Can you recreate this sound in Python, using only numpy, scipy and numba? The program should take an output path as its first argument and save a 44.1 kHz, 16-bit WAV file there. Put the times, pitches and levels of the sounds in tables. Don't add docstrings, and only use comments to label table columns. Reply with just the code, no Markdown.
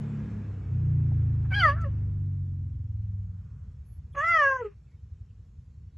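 import sys
import numpy as np
from scipy import signal
from scipy.fft import rfft, irfft, next_fast_len
from scipy.io import wavfile
from scipy.ndimage import uniform_filter1d
from numba import njit

SR = 44100
rng = np.random.default_rng(int(sys.argv[2]) if len(sys.argv) > 2 else 0)


def amplitude_ratio(level_db):
    exponent = np.asarray(level_db, float) / 20
    return 10 ** exponent


def wrap_up_sound(samples):
    columns = np.atleast_2d(samples).T
    tamed = np.clip(columns, -1, 1)
    steps = np.round(tamed * 32767).astype(np.int16)
    wavfile.write(sys.argv[1], SR, steps)


N = 263277
TIME_S = np.arange(N) / SR


def band(x, lo_hz, hi_hz, order=3):
    return signal.sosfilt(signal.butter(order, [lo_hz, hi_hz], "band", fs=SR, output="sos"), x)


def unit(x):
    return x / np.sqrt(np.mean(x ** 2))


def colour_db(table, hz):
    f, db = np.transpose(table)
    return np.interp(np.log(hz), np.log(f), db)


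def coloured(table, lo_hz, hi_hz):
    hz = np.fft.rfftfreq(N, 1 / SR) + 1e-3
    gain = amplitude_ratio(colour_db(table, hz)) * (hz > lo_hz) * (hz < hi_hz)
    return unit(irfft(rfft(rng.standard_normal(N)) * gain, N))


def noise_pair(table, lo_hz, hi_hz, side_db):
    shared = coloured(table, lo_hz, hi_hz)
    opposed = coloured(table, lo_hz, hi_hz) * np.array([[1], [-1]])
    return shared + amplitude_ratio(side_db) * opposed


def walk(rate):
    hold = int(SR / rate)
    steps = np.repeat(rng.standard_normal(N // hold + 1), hold)
    return 1.4 * uniform_filter1d(uniform_filter1d(steps, hold), hold)[:N]


def curves(table):
    s, *columns = np.transpose(table)
    return [np.interp(TIME_S, s, c) for c in columns]


def bumps(table, t):
    return sum(size * np.exp(-((t - s) / length) ** 2) for s, length, size in table)


# (frequency [Hz], density [dB per Hz])
HISS_COLOUR = [(350, -30.5), (600, -1), (715, -15), (1050, 0), (1200, -6.5), (1440, -7.5), (2800, -6.5),
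               (7550, -8.5), (8450, -20), (10900, -18), (12000, -22), (15600, -54), (22000, -120)]


def hiss():
    return amplitude_ratio(-82) * noise_pair(HISS_COLOUR, 300, 12200, -5.5)


# (time [s], level [dB])
ROAR_FADE = [(0, 2), (.3, 0.5), (.55, -3), (1.4, -5), (1.95, -6), (2.25, -14.5), (2.8, -19), (3.6, -19.5),
             (5.97, -24.5)]
# (frequency [Hz], density [dB per Hz])
ROAR_COLOURS = [
    [(15, -48.5), (30, -18), (55, 7), (100, 3.5), (150, -1.5), (230, -20), (400, -65)],
    [(120, -40), (200, 4), (250, 0.5), (320, -7.5), (480, -8), (600, -27.5), (900, -58)],
    [(350, -39.5), (550, 3.5), (900, 1.5), (1400, 0.5), (1650, -1), (2600, -6.5), (4000, -17), (7700, -21.5), (8300, -37.5), (10500, -33), (12200, -40)],
]


def roar():
    away_db, = curves(ROAR_FADE)
    idling = np.clip((TIME_S - 3.9) / 0.76, 0, 1)
    rumble_db = -46 + 0.013 * away_db - 6.5 * idling
    levels_db = rumble_db, -50.5 + away_db, -60.5 + away_db
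    sides_db = -77.5, -21, -8
    flickers_db = 1, 1.2, .5
    return sum(amplitude_ratio(db + flicker_db * walk(5.4)) * noise_pair(colour, 11, 12200, side_db)
               for db, colour, side_db, flicker_db in zip(levels_db, ROAR_COLOURS, sides_db, flickers_db))


# (time [s], firing rate [Hz], level [dB], wall echo delay [ms], echo strength [0-1])
COASTING = [(0.0, 35.8, -42.4, 17.7, 0.11), (0.18, 35.6, -43.5, 19.1, 0.39),
            (0.34, 35.1, -45.1, 17.4, 0.94), (0.5, 33.4, -38.6, 19.7, 0.43),
            (0.66, 31.7, -35.0, 23.4, 0.03), (0.74, 30.9, -27.2, 25.5, 0.93),
            (0.89, 29.6, -24.8, 26.9, 0.95), (1.1, 28.2, -26.8, 27.7, 0.73),
            (1.22, 27.7, -26.5, 27.6, 0.65), (1.55, 26.4, -28.1, 30.8, 0.13),
            (1.96, 25.0, -30.6, 22.5, 0.09), (2.34, 23.7, -34.3, 20.9, 0.75),
            (2.6, 22.7, -37.1, 21.3, 0.88), (2.74, 22.1, -36.3, 20.2, 0.49),
            (2.98, 21.0, -37.1, 20.1, 0.95), (3.11, 20.2, -37.8, 20.9, 0.94),
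            (3.49, 18.1, -43.9, 23.1, 0.44), (3.6, 17.4, -42.8, 13.7, 0.37)]
# (frequency [Hz], level [dB])
EXHAUST = [(35.0, -31.5), (50.0, -14), (72.0, -6), (100.0, -1.5), (120.0, -9.5), (145.0, -8.5),
           (168.0, -28), (212.0, -32)]
# (frequency [Hz], level [dB])
WEAK_ORDERS = [(20, -28), (29, -27), (36, -39.5), (130, -14), (155, -17.5), (195, -30), (225, -15),
               (252, -27), (280, -27), (330, -31.5), (450, -41.5)]
# (frequency [Hz], level [dB])
SCREENED_ORDERS = [(20, -33), (130, -20), (155, -18), (185, -14), (215, -27.5), (260, -28.5), (300, -45.5),
                   (450, -58)]
# (time [s], slip [rad])
THROB = [(0, .8), (.7, .9), (1.2, 1.0), (1.8, 1.2), (2.5, 1.2), (2.9, .3), (3.6, .3)]


def engine(turns):
    hz, level_db, echo_ms, echo = curves(COASTING)
    away_db, = curves(ROAR_FADE)
    spread, = curves(THROB)
    f = np.arange(2, 7)[:, None] * hz
    comb = np.abs(1 + np.clip(echo, 0, .95) * np.exp(2j * np.pi * f * echo_ms / 1000))
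    throttle = np.clip((.37 - TIME_S) / .15 + 1, 0, 1)
    bright_db = throttle * 28 * np.log2(np.maximum(f / 95, 1))
    strong_db = level_db + colour_db(EXHAUST, f) + 20 * np.log10(comb) + bright_db
    mean_db = 10 * np.log10(np.mean(amplitude_ratio(strong_db) ** 2, axis=0))
    screened = np.clip((TIME_S - 2.74) / 0.31, 0, 1)
    phase = 2 * np.pi * (np.cumsum(hz * (1 + 0.0029 * walk(13.0))) / SR + turns)
    orders = list(enumerate(strong_db, start=2))
    for k in (1, *range(7, 16)):
        weak_db = (1 - screened) * colour_db(WEAK_ORDERS, k * hz) + screened * colour_db(SCREENED_ORDERS, k * hz)
        distance_db = 0.0125 * (k - 4) * away_db
        orders.append((k, mean_db + weak_db + min(k / 4, 3) * walk(5) + distance_db))
    hum = np.zeros(N)
    for k, db in orders:
        slip = spread * min(k - 4, 3) ** 2 + max(k - 7, 0) ** 2
        blur = .4 * max(k - 8, 0) * walk(12)
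        hum += np.sqrt(2) * amplitude_ratio(db) * np.cos(k * phase + slip + blur)
    return hum * np.clip((COASTING[-1][0] - TIME_S) / 0.16, 0, 1)


# (time [s], firing rate [Hz], peak level [dB])
IDLE = [(3.567, 17.2, -34), (3.8, 16.48, -37), (4.12, 15.5, -40), (4.25, 14.69, -46), (4.5, 13.13, -45),
        (4.86, 11.7, -47), (4.95, 11.4, -38), (5.22, 11.037, -36), (5.31, 10.916, -42), (5.4, 10.795, -38),
        (5.49, 10.673, -42), (5.59, 10.54, -38), (5.69, 10.404, -41), (5.879, 10.15, -37), (5.97, 12, -40)]


def idle(cycles):
    out = np.zeros(N)
    rate, level_db = curves(IDLE)
    firings = np.cumsum(rate * (TIME_S >= IDLE[0][0])) / SR
    at = np.searchsorted(firings, np.arange(int(firings[-1]) + 1) + 1e-9)
    for i, (pitch, size) in zip(at, rng.standard_normal((40, 2))):
        near = slice(i - SR // 16, i + SR // 16)
        thump_hz = 84 * (1 + .06 * pitch)
        turn = (TIME_S[near] - TIME_S[i]) * thump_hz
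        swing = np.exp(-(turn / cycles) ** 2) * np.cos(2 * np.pi * turn)
        out[near] += amplitude_ratio(level_db[i] + .7 * size + 0.5) * swing
    return out


# (time [s], length [s], centre [Hz], width [Hz], level
# [dB])
RUSTLES = [(1.117, .009, 720, 280, -53.5), (1.431, .051, 1200, 1200, -58.5),
           (1.509, .023, 1300, 1600, -48.5), (1.45, .4, 290, 120, -58), (4.12, .5, 340, 220, -67),
           (1.55, .05, 200, 130, -46), (.36, .36, 175, 70, -46), (4.16, .14, 2700, 1200, -58),
           (0, .003, 7500, 9000, -60), (4.16, .1, 7100, 1300, -66), (4.13, .07, 400, 200, -60),
           (1.6, .035, 3500, 300, -54), (1.74, .078, 1400, 640, -48.5), (1.79, .05, 10900, 1200, -79.5),
           (1.805, .025, 6300, 4000, -63), (3.15, .72, 1300, 500, -78.5), (3.83, .18, 11170, 1100, -72),
           (4.11, .05, 10400, 1200, -78.5), (4.123, .024, 3290, 300, -72), (4.146, .018, 1500, 1400, -47),
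           (4.15, .086, 6300, 640, -58.5), (4.34, .11, 4300, 900, -64), (4.52, .11, 6200, 1200, -66),
           (1.625, .11, 3100, 1200, -54), (1.58, .16, 5900, 1000, -61), (1.55, .16, 4700, 800, -56),
           (4.56, .09, 2500, 900, -64), (4.16, .08, 1750, 700, -50), (4.4, .2, 6000, 1000, -64),
           (0, .6, 1650, 100, -70), (0, .6, 2400, 120, -78), (4.16, .3, 10200, 2200, -80),
           (4.25, .14, 4700, 350, -62), (4.7, .045, 1150, 250, -72), (4.645, .03, 2900, 200, -70),
           (4.645, .035, 2050, 300, -64), (4.85, .13, 2200, 120, -79), (4.9, .05, 1900, 150, -82),
           (4.85, .05, 2650, 150, -85), (4.61, .08, 7300, 1200, -80), (5.273, .06, 2800, 600, -80)]


def rustles():
    out = np.zeros(N)
    for s, length, hz, width, db in RUSTLES:
        i, n = int(s * SR), int(length * SR)
        grain = band(rng.standard_normal(N // 8), hz - width / 2, hz + width / 2)[999:999 + n]
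        out[i:i + n] += amplitude_ratio(db) * unit(grain) * np.hanning(n) ** 0.87
    return out


@njit
def walls(x, lags, gain, damp):
    line, soft, out = np.zeros((8, 4096)), np.zeros(8), np.zeros((2, len(x)))
    for i in range(len(x)):
        total = 0.
        for k in range(8):
            soft[k] += (1 - damp) * (gain[k] * line[k, (i - lags[k]) & 4095] - soft[k])
            total += soft[k]
            out[k % 2, i] += soft[k]
        for k in range(8):
            line[k, i & 4095] = x[i] + soft[k] - total / 4
    return out


def pen_echo(cat):
    t60_s, damp, level_db = .1, .45, -14
    lags = rng.integers(150, 1100, 8)
    return amplitude_ratio(level_db) * walls(cat.mean(axis=0), lags, amplitude_ratio(-60 * lags / SR / t60_s), damp)


# (time [s], length [s], share of pitch [0-1])
WAVERS = [
    (1.515, .006, .015),
    (1.533, 0.0097, -.035),
    (1.562, .01, .022),
    (1.59, .01, .015),
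    (1.63, 0.016, -0.0051),
    (4.33, .015, .01),
    (4.435, 0.028, -.012),
    (4.51, .012, -.012),
    (4.552, .012, -.013),
    (4.61, .01, -.015),
]
# (time [s], length [s], level [dB])
ACCENTS = [
    [(4.16, .02, -4.5), (4.31, .012, 0), (4.35, .015, 5), (1.74, .01, 9), (1.77, .01, 12), (1.815, .01, -7)],
    [(1.585, 0.021, 2.5), (4.48, .025, -7), (4.57, .012, 5), (4.61, .01, -8.5), (4.35, .01, -2)],
    [(1.52, 0.0063, 11.5), (1.534, 0.0082, 13), (1.548, .007, 6.5), (1.562, .007, -6.5), (1.595, .012, -4), (4.39, .012, 5), (4.49, .012, 2), (4.55, .01, -4.5), (4.59, .01, -4.5)],
    [(1.545, .008, 6.5), (1.61, 0.0092, 3.5), (1.64, .012, -8), (4.43, .025, 7.5), (4.485, .014, -18.5), (4.525, .018, 5), (4.57, .015, 6.5), (4.65, .012, 5.5)],
    [(1.63, 0.011, 4), (4.275, 0.019, -9), (4.5, 0.046, 5), (4.59, .01, 5)],
    [(1.53, .012, -8.5), (1.605, .008, 8), (1.665, .01, 9), (4.385, .025, 6), (4.47, 0.036, -12)],
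]
# (time [s], length [s], depth [0-1], below 0 a surge)
CATCHES = [(1.627, 0.0027, 0.18), (1.774, 0.022, 0.7), (4.335, 0.01, 0.1), (4.372, 0.006, -0.43),
           (4.382, 0.004, 0.47), (4.422, 0.0066, 0.072), (4.431, 0.0041, 0.24), (4.243, .008, -0.36),
           (1.638, .005, -.45), (1.662, .005, -0.27), (1.552, 0.0055, -.3), (1.559, .003, .5),
           (4.16, 0.0029, 0.89), (4.52, 0.013, -0.28), (1.6, 0.01, -0.16), (1.651, 0.005, -0.22),
           (1.675, 0.005, 0.1), (4.437, 0.0048, 0.1), (4.501, 0.0082, 0.15), (4.575, 0.005, 0.45),
           (4.641, 0.0063, 0.94)]


def chirp(sections, paths, throat, gape, mouth_db, bright_db, edge_s, mouth_breath, bright_breath):
    rows = np.concatenate(sections)
    on = slice(int(rows[0, 0] * SR), int((rows[-1, 0] + edge_s) * SR))
    t = TIME_S[on]
    hz, effort_db, opening, rasp_db = (uniform_filter1d(c, size=300)[on] for c in curves(rows))
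    hz = hz * (1 + bumps(WAVERS, t))
    accent_db = np.array([bumps(a, t) for a in ACCENTS])
    shut = 1 - np.clip(opening, 0, 1)
    late = np.clip((t - sections[1][0][0]) / 0.019, 0, 1)

    phase = 2 * np.pi * np.cumsum(hz * (1 + 0.0044 * walk(150)[on] + .002 * walk(40)[on])) / SR
    voice = np.zeros(len(t))
    for k in (1, 2, 3):
        path_db = (1 - late) * colour_db(paths[0], k * hz) + late * colour_db(paths[1], k * hz)
        db = effort_db + path_db - 20.5 * shut * (k - 1) + accent_db[k - 1]
        flutter_db = 1.2 * walk(70)[on] + .75 * walk(300)[on]
        voice += np.sqrt(2) * amplitude_ratio(db + flutter_db) * np.sin(k * phase + k * k)

    ring_db, breath_db = (c[on] for c in curves(gape))
    mouth_db = mouth_db + ring_db + effort_db - 58.5 * shut
    bright_db = bright_db + breath_db + effort_db - 43.5 * shut
    k = np.arange(4, 17)[:, None]
    f = k * hz
    partials = np.sin(k * phase + k * k)
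    for lo_hz, hi_hz, db, breath in ((1450, 3600, mouth_db, mouth_breath),
                                     (3860, 14000, bright_db + 0.5, bright_breath)):
        lower_edge = np.clip((f - lo_hz) / 150, 0, 1)
        upper_edge = np.clip((min(hi_hz, 6500) - f) / 150, 0, 1)
        slow_db = np.clip(k - 4, 1, 3) * np.array([walk(40)[on] for _ in k])
        fast_db = 1.4 * np.array([walk(160)[on] for _ in k])
        size = amplitude_ratio(colour_db(throat, f)) * lower_edge * upper_edge
        size *= amplitude_ratio(-8 * np.clip(k - 5, 0, 1) + slow_db + fast_db)
        level = np.sqrt(2 / uniform_filter1d(np.sum(size ** 2, axis=0), size=900))
        clean = np.sum(size * partials, axis=0) * level
        clean += np.sum(size[:3] * (amplitude_ratio(accent_db[3:]) - 1) * partials[:3], axis=0) * level
        air = noise_pair(throat, lo_hz, hi_hz, -10.5)[:, on] * (1 + 0.2 * np.sin(phase))
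        breath = breath * (1 - .9 * late)
        voice = voice + amplitude_ratio(db) * (np.sqrt(1 - breath) * clean + np.sqrt(breath) * air)

    for s, length, depth in CATCHES:
        voice *= 1 - np.clip(depth, -1, 1) * np.exp(-((t - s) / length) ** 2)
    voice += amplitude_ratio(rasp_db + 7.0) * unit(band(rng.standard_normal(N), 1000, 2700))[on]
    out = np.zeros((2, N))
    out[:, on] = voice * np.clip((t - t[0]) / 0.0069, 0, 1) * np.clip((t[-1] - t) / edge_s, 0, 1)
    return out


# (frequency [Hz], level [dB])
THROATS = [
    [(1290, -36.5), (2200, 0.5), (2610, -10.5), (3120, 6), (3640, -19.5), (3800, -35), (4050, -18.5), (4770, -3), (5380, -23.5), (5900, -23), (6500, -30.5), (7840, -35), (8360, -42), (9100, -32), (10900, -25), (12000, -60.5), (15600, -84.5), (22000, -120)],
    [(1180, -28.5), (2000, 6.5), (2090, -16), (2310, -22.5), (2780, -15), (3380, -19), (3810, -45.5), (4630, -34), (5670, -35), (6940, -40.5), (7710, -60), (8310, -84), (10900, -55), (12000, -85.5), (15600, -106), (22000, -120)],
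]
# (frequency [Hz], level [dB])
JAWS = [
    [(454.0, 14.5), (577.0, -20.5), (659.0, -31), (747.0, -19), (1157.0, 3), (1550.0, 1.1), (1861.0, 14), (2390.0, -11.5)],
    [(454.0, -21.5), (577.0, 2), (659.0, -7.5), (747.0, -19), (1157.0, 11.5), (1550.0, 12.5), (1861.0, 9), (2390.0, 15.5)],
]
# (time [s], mouth ring [dB], bright breath [dB])
GAPES = [
    [(1.5, -13, -10), (1.535, -5, -3), (1.555, 2.5, 4), (1.595, 1.5, 6), (1.615, 5, 4), (1.635, -4, 1.5), (1.7, -4.5, 1.5), (1.75, -3.5, 1.5), (1.9, 2, 5)],
    [(4.145, 2.5, -7), (4.2, 1.5, -1), (4.3, 1, 3), (4.38, 3.5, 3), (4.48, 1, -3), (4.56, -4, -2.5), (4.61, 26, -9), (4.63, 7, -8), (4.74, -11, -11)],
]
# (time [s], pitch [Hz], effort [dB], mouth opening [0-1], rasp [dB])
FIRST_CHIRP = [
    (1.503, 777.4, -55.5, 1, -65),
    (1.52, 768.8, -28, 0.55, -59),
    (1.55, 792.5, -37, 0.98, -58.0),
    (1.58, 828.5, -31.5, 0.81, -58.5),
    (1.608, 768.2, -30, 0.86, -53),
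    (1.636, 676, -12.5, 0.53, -57.5),
    (1.657, 624.5, -7.5, 0.29, -52),
    (1.697, 556.6, -20.5, 0.59, -51),
    (1.737, 591.4, -31, 0.36, -62.0),
]
# (time [s], pitch [Hz], effort [dB], mouth opening [0-1], rasp [dB])
AFTER_NOTE = [
    (1.76, 655, -26.5, 0.017, -73.5),
    (1.79, 677, -27.5, 0.0072, -79),
    (1.811, 671, -29.5, 0.047, -67.5),
    (1.838, 660, -28.5, 0.068, -71),
    (1.849, 587, -31, 0.013, -69),
    (1.871, 542, -28, 0.0091, -77),
    (1.901, 565, -64, 0.12, -78),
]
# (frequency [Hz], level [dB])
NOSE = [(545, -12), (612, -18.5), (680, -31.5), (1160, -0.5), (1355, 6), (1650, 7), (1830, 27.5),
        (2040, -6)]


def first_chirp():
    return chirp((FIRST_CHIRP, AFTER_NOTE), (JAWS[0], NOSE), THROATS[0], GAPES[0], mouth_db=.5, bright_db=-13.0,
                 edge_s=.012, mouth_breath=.08, bright_breath=.4)


# (time [s], pitch [Hz], effort [dB], mouth opening [0-1], rasp [dB])
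SECOND_CHIRP = [
    (4.145, 573.8, -56, 0.65, -84.5),
    (4.177, 558.5, -35.5, 0.69, -59),
    (4.2, 571.6, -42.5, 0.94, -56.5),
    (4.25, 662, -36.5, 0.82, -60),
    (4.3, 687, -36.5, 0.98, -63.5),
    (4.36, 646.7, -32, 0.9, -68.5),
    (4.41, 591.4, -35, 0.98, -68),
    (4.466, 550.5, -30.5, 0.89, -68),
    (4.56, 527.9, -33, 0.7, -70),
]
# (time [s], pitch [Hz], effort [dB], mouth opening [0-1], rasp [dB])
ENDING = [
    (4.588, 500, -34.5, 0.52, -77),
    (4.613, 497.2, -21, 0.21, -74),
    (4.624, 460.7, -16.5, .02, -70),
    (4.659, 417.2, -17.5, 0.051, -66),
    (4.698, 402.7, -40, 0.021, -78.5),
    (4.74, 397, -64, 0.21, -84.5),
]
# (frequency [Hz], level [dB])
CHEST = [(420, -15), (455, -16), (510, -9), (900, -24.5), (985, 8.5), (1200, 5), (1350, 15.5), (1530, -4)]


def second_chirp():
    return chirp((SECOND_CHIRP, ENDING), (JAWS[1], CHEST), THROATS[1], GAPES[1], mouth_db=-7.5, bright_db=-20,
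                 edge_s=.012, mouth_breath=.36, bright_breath=.3)


def scene():
    cat = first_chirp() + second_chirp() + rustles()
    return hiss() + roar() + engine(turns=.3) + idle(cycles=0.88) + pen_echo(cat) + cat


# (start [s], end [s], from [Hz], to [Hz])
SEAMS = [(1.54, 1.645, 3600, 3850), (1.62, 1.73, 3860, 4080), (1.6, 1.76, 5300, 5480),
         (1.6, 1.72, 6550, 6700), (1.52, 1.74, 7950, 8450), (4.15, 4.245, 3600, 3850),
         (4.26, 4.295, 4150, 4400), (4.29, 4.44, 3680, 3950), (4.26, 4.37, 7080, 7250),
         (4.37, 4.56, 6780, 6950), (4.34, 4.6, 7600, 8450), (4.46, 4.56, 2330, 2520),
         (4.48, 4.7, 3380, 3620), (4.5, 4.6, 4000, 4500)]


def patchy(x, from_hz, spread_db, hole, loud_hole, bins, frames):
    hz, t, z = signal.stft(x, SR, nperseg=1024, boundary="odd")
    size = np.abs(z)
    chance = rng.standard_normal((2, z.shape[0], z.shape[1]))
    fine = np.repeat(chance[0], frames, axis=1)[:, :z.shape[1]]
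    fine = uniform_filter1d(fine, size=frames, axis=1)
    coarse = np.repeat(np.repeat(chance[1], bins, axis=0), frames, axis=1)[:z.shape[0], :z.shape[1]]
    call = size[hz > 900].max(axis=0)
    loud = call > amplitude_ratio(-50)
    holes = (coarse > np.where(loud, loud_hole, hole)) & (hz[:, None] > np.where(loud, 2200, 3500))
    for start, end, lo, hi in SEAMS:
        holes |= np.outer((hz > lo) & (hz < hi), (t > start) & (t < end))
    strong = uniform_filter1d(size, size=3, axis=0) > np.maximum(amplitude_ratio(-65), amplitude_ratio(-32) * call)
    holes &= ~strong
    depth_db = spread_db * np.clip((hz[:, None] - from_hz) / from_hz, 0, 1) * np.where(strong, .3, 1)
    gain = amplitude_ratio(depth_db * fine - depth_db ** 2 / 10) * np.where(holes, .05, 1)
    return signal.istft(z * gain, SR, nperseg=1024)[1][:N]


# (frequency [Hz], when quiet [0-1], under a call [0-1])
SIDE_KEPT = [(250, 1, .35), (450, 1, .35), (520, 1, .95), (800, 1, .8), (1000, 1, .55), (1550, 1, .45),
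             (1800, 0, .45), (2300, 0, .35), (2600, 0, .1), (4100, 0, .15), (4400, .15, .75),
             (5000, .4, .8), (5300, .9, .65), (5900, .85, .5), (6400, .1, .15), (7800, .05, 0),
             (8900, 0, 0)]


def thinned(side, mid, bins, frames):
    hz, _, z = signal.stft(side, SR, nperseg=1024, boundary="odd")
    middle = np.abs(signal.stft(mid, SR, nperseg=1024, boundary="odd")[2])
    loud = middle[hz > 380].max(axis=0) > amplitude_ratio(-50)
    f, quiet, call = np.transpose(SIDE_KEPT)
    share = np.where(loud, np.interp(hz, f, call)[:, None], np.interp(hz, f, quiet)[:, None])
    chance = np.repeat(np.repeat(rng.random(z.shape), bins, axis=0), frames, axis=1)[:z.shape[0], :z.shape[1]]
    return signal.istft(z * (chance < share), SR, nperseg=1024)[1][:N]


def low_pass(x):
    return signal.sosfilt(signal.butter(12, 12230, fs=SR, output="sos"), x)


# (from [Hz], to [Hz], shift [Hz], level [dB], tilt [dB per kHz])
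COPIES = [
    (950, 2350, 5512, -48, 3),
    (904.3, 2500, 7579, -57, -6),
    (2500, 3800, 7579, -40.5, 3),
]
# (frequency [Hz], level [dB])
MIC = [(20, 2), (4700, 0), (4920, -7.5), (5100, 1), (7800, 0.5), (8150, -7), (8500, 0), (9700, -1),
       (10150, -5), (10600, 2), (11700, -1), (12200, -9.5)]
# (frequency [Hz], level [dB])
PORTS = [(100, -47), (250, -13), (400, 7.5), (1400, -1), (2050, -1), (2400, -10.5), (3100, -14.5),
         (3900, -12), (4500, 5.5), (5500, 3), (6300, -1.5), (7400, 0.5), (8200, -14.5), (12200, -19)]


def record(dry):
    margin = 4096
    tail = next_fast_len(N + 2 * margin) - N - margin
    dry = np.pad(dry, ((0, 0), (margin, tail)), mode="reflect", reflect_type="odd")
    n = dry.shape[1]
    dry = dry * signal.windows.tukey(n, margin / N)
    hz = np.fft.rfftfreq(n, 1 / SR) + 1e-3
    mid, side = rfft(dry[0] + dry[1]) / 2, rfft(dry[0] - dry[1]) / 2
    patch = 0
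    for lo_hz, hi_hz, shift_hz, db, tilt_db in COPIES:
        edges = np.clip((hz - lo_hz) / 100, 0, 1) * np.clip((hi_hz - hz) / 100, 0, 1)
        copy = mid * edges * amplitude_ratio(db + tilt_db * (hz - lo_hz) / 1000)
        patch = patch + np.roll(copy, int(shift_hz * n / SR))
    mic_db = colour_db(MIC, hz)
    mid = irfft((mid + patch) * amplitude_ratio(mic_db), n)[margin:margin + N]
    mid = patchy(mid, from_hz=1500, spread_db=4.8, hole=1.8, loud_hole=1.2, bins=3, frames=6)
    side = irfft(side * amplitude_ratio(mic_db + colour_db(PORTS, hz)), n)[margin:margin + N]
    side = thinned(side, mid, bins=7, frames=4)
    return low_pass(np.array([mid + side, mid - side]))


dry = scene()
out = record(dry)
wrap_up_sound(out)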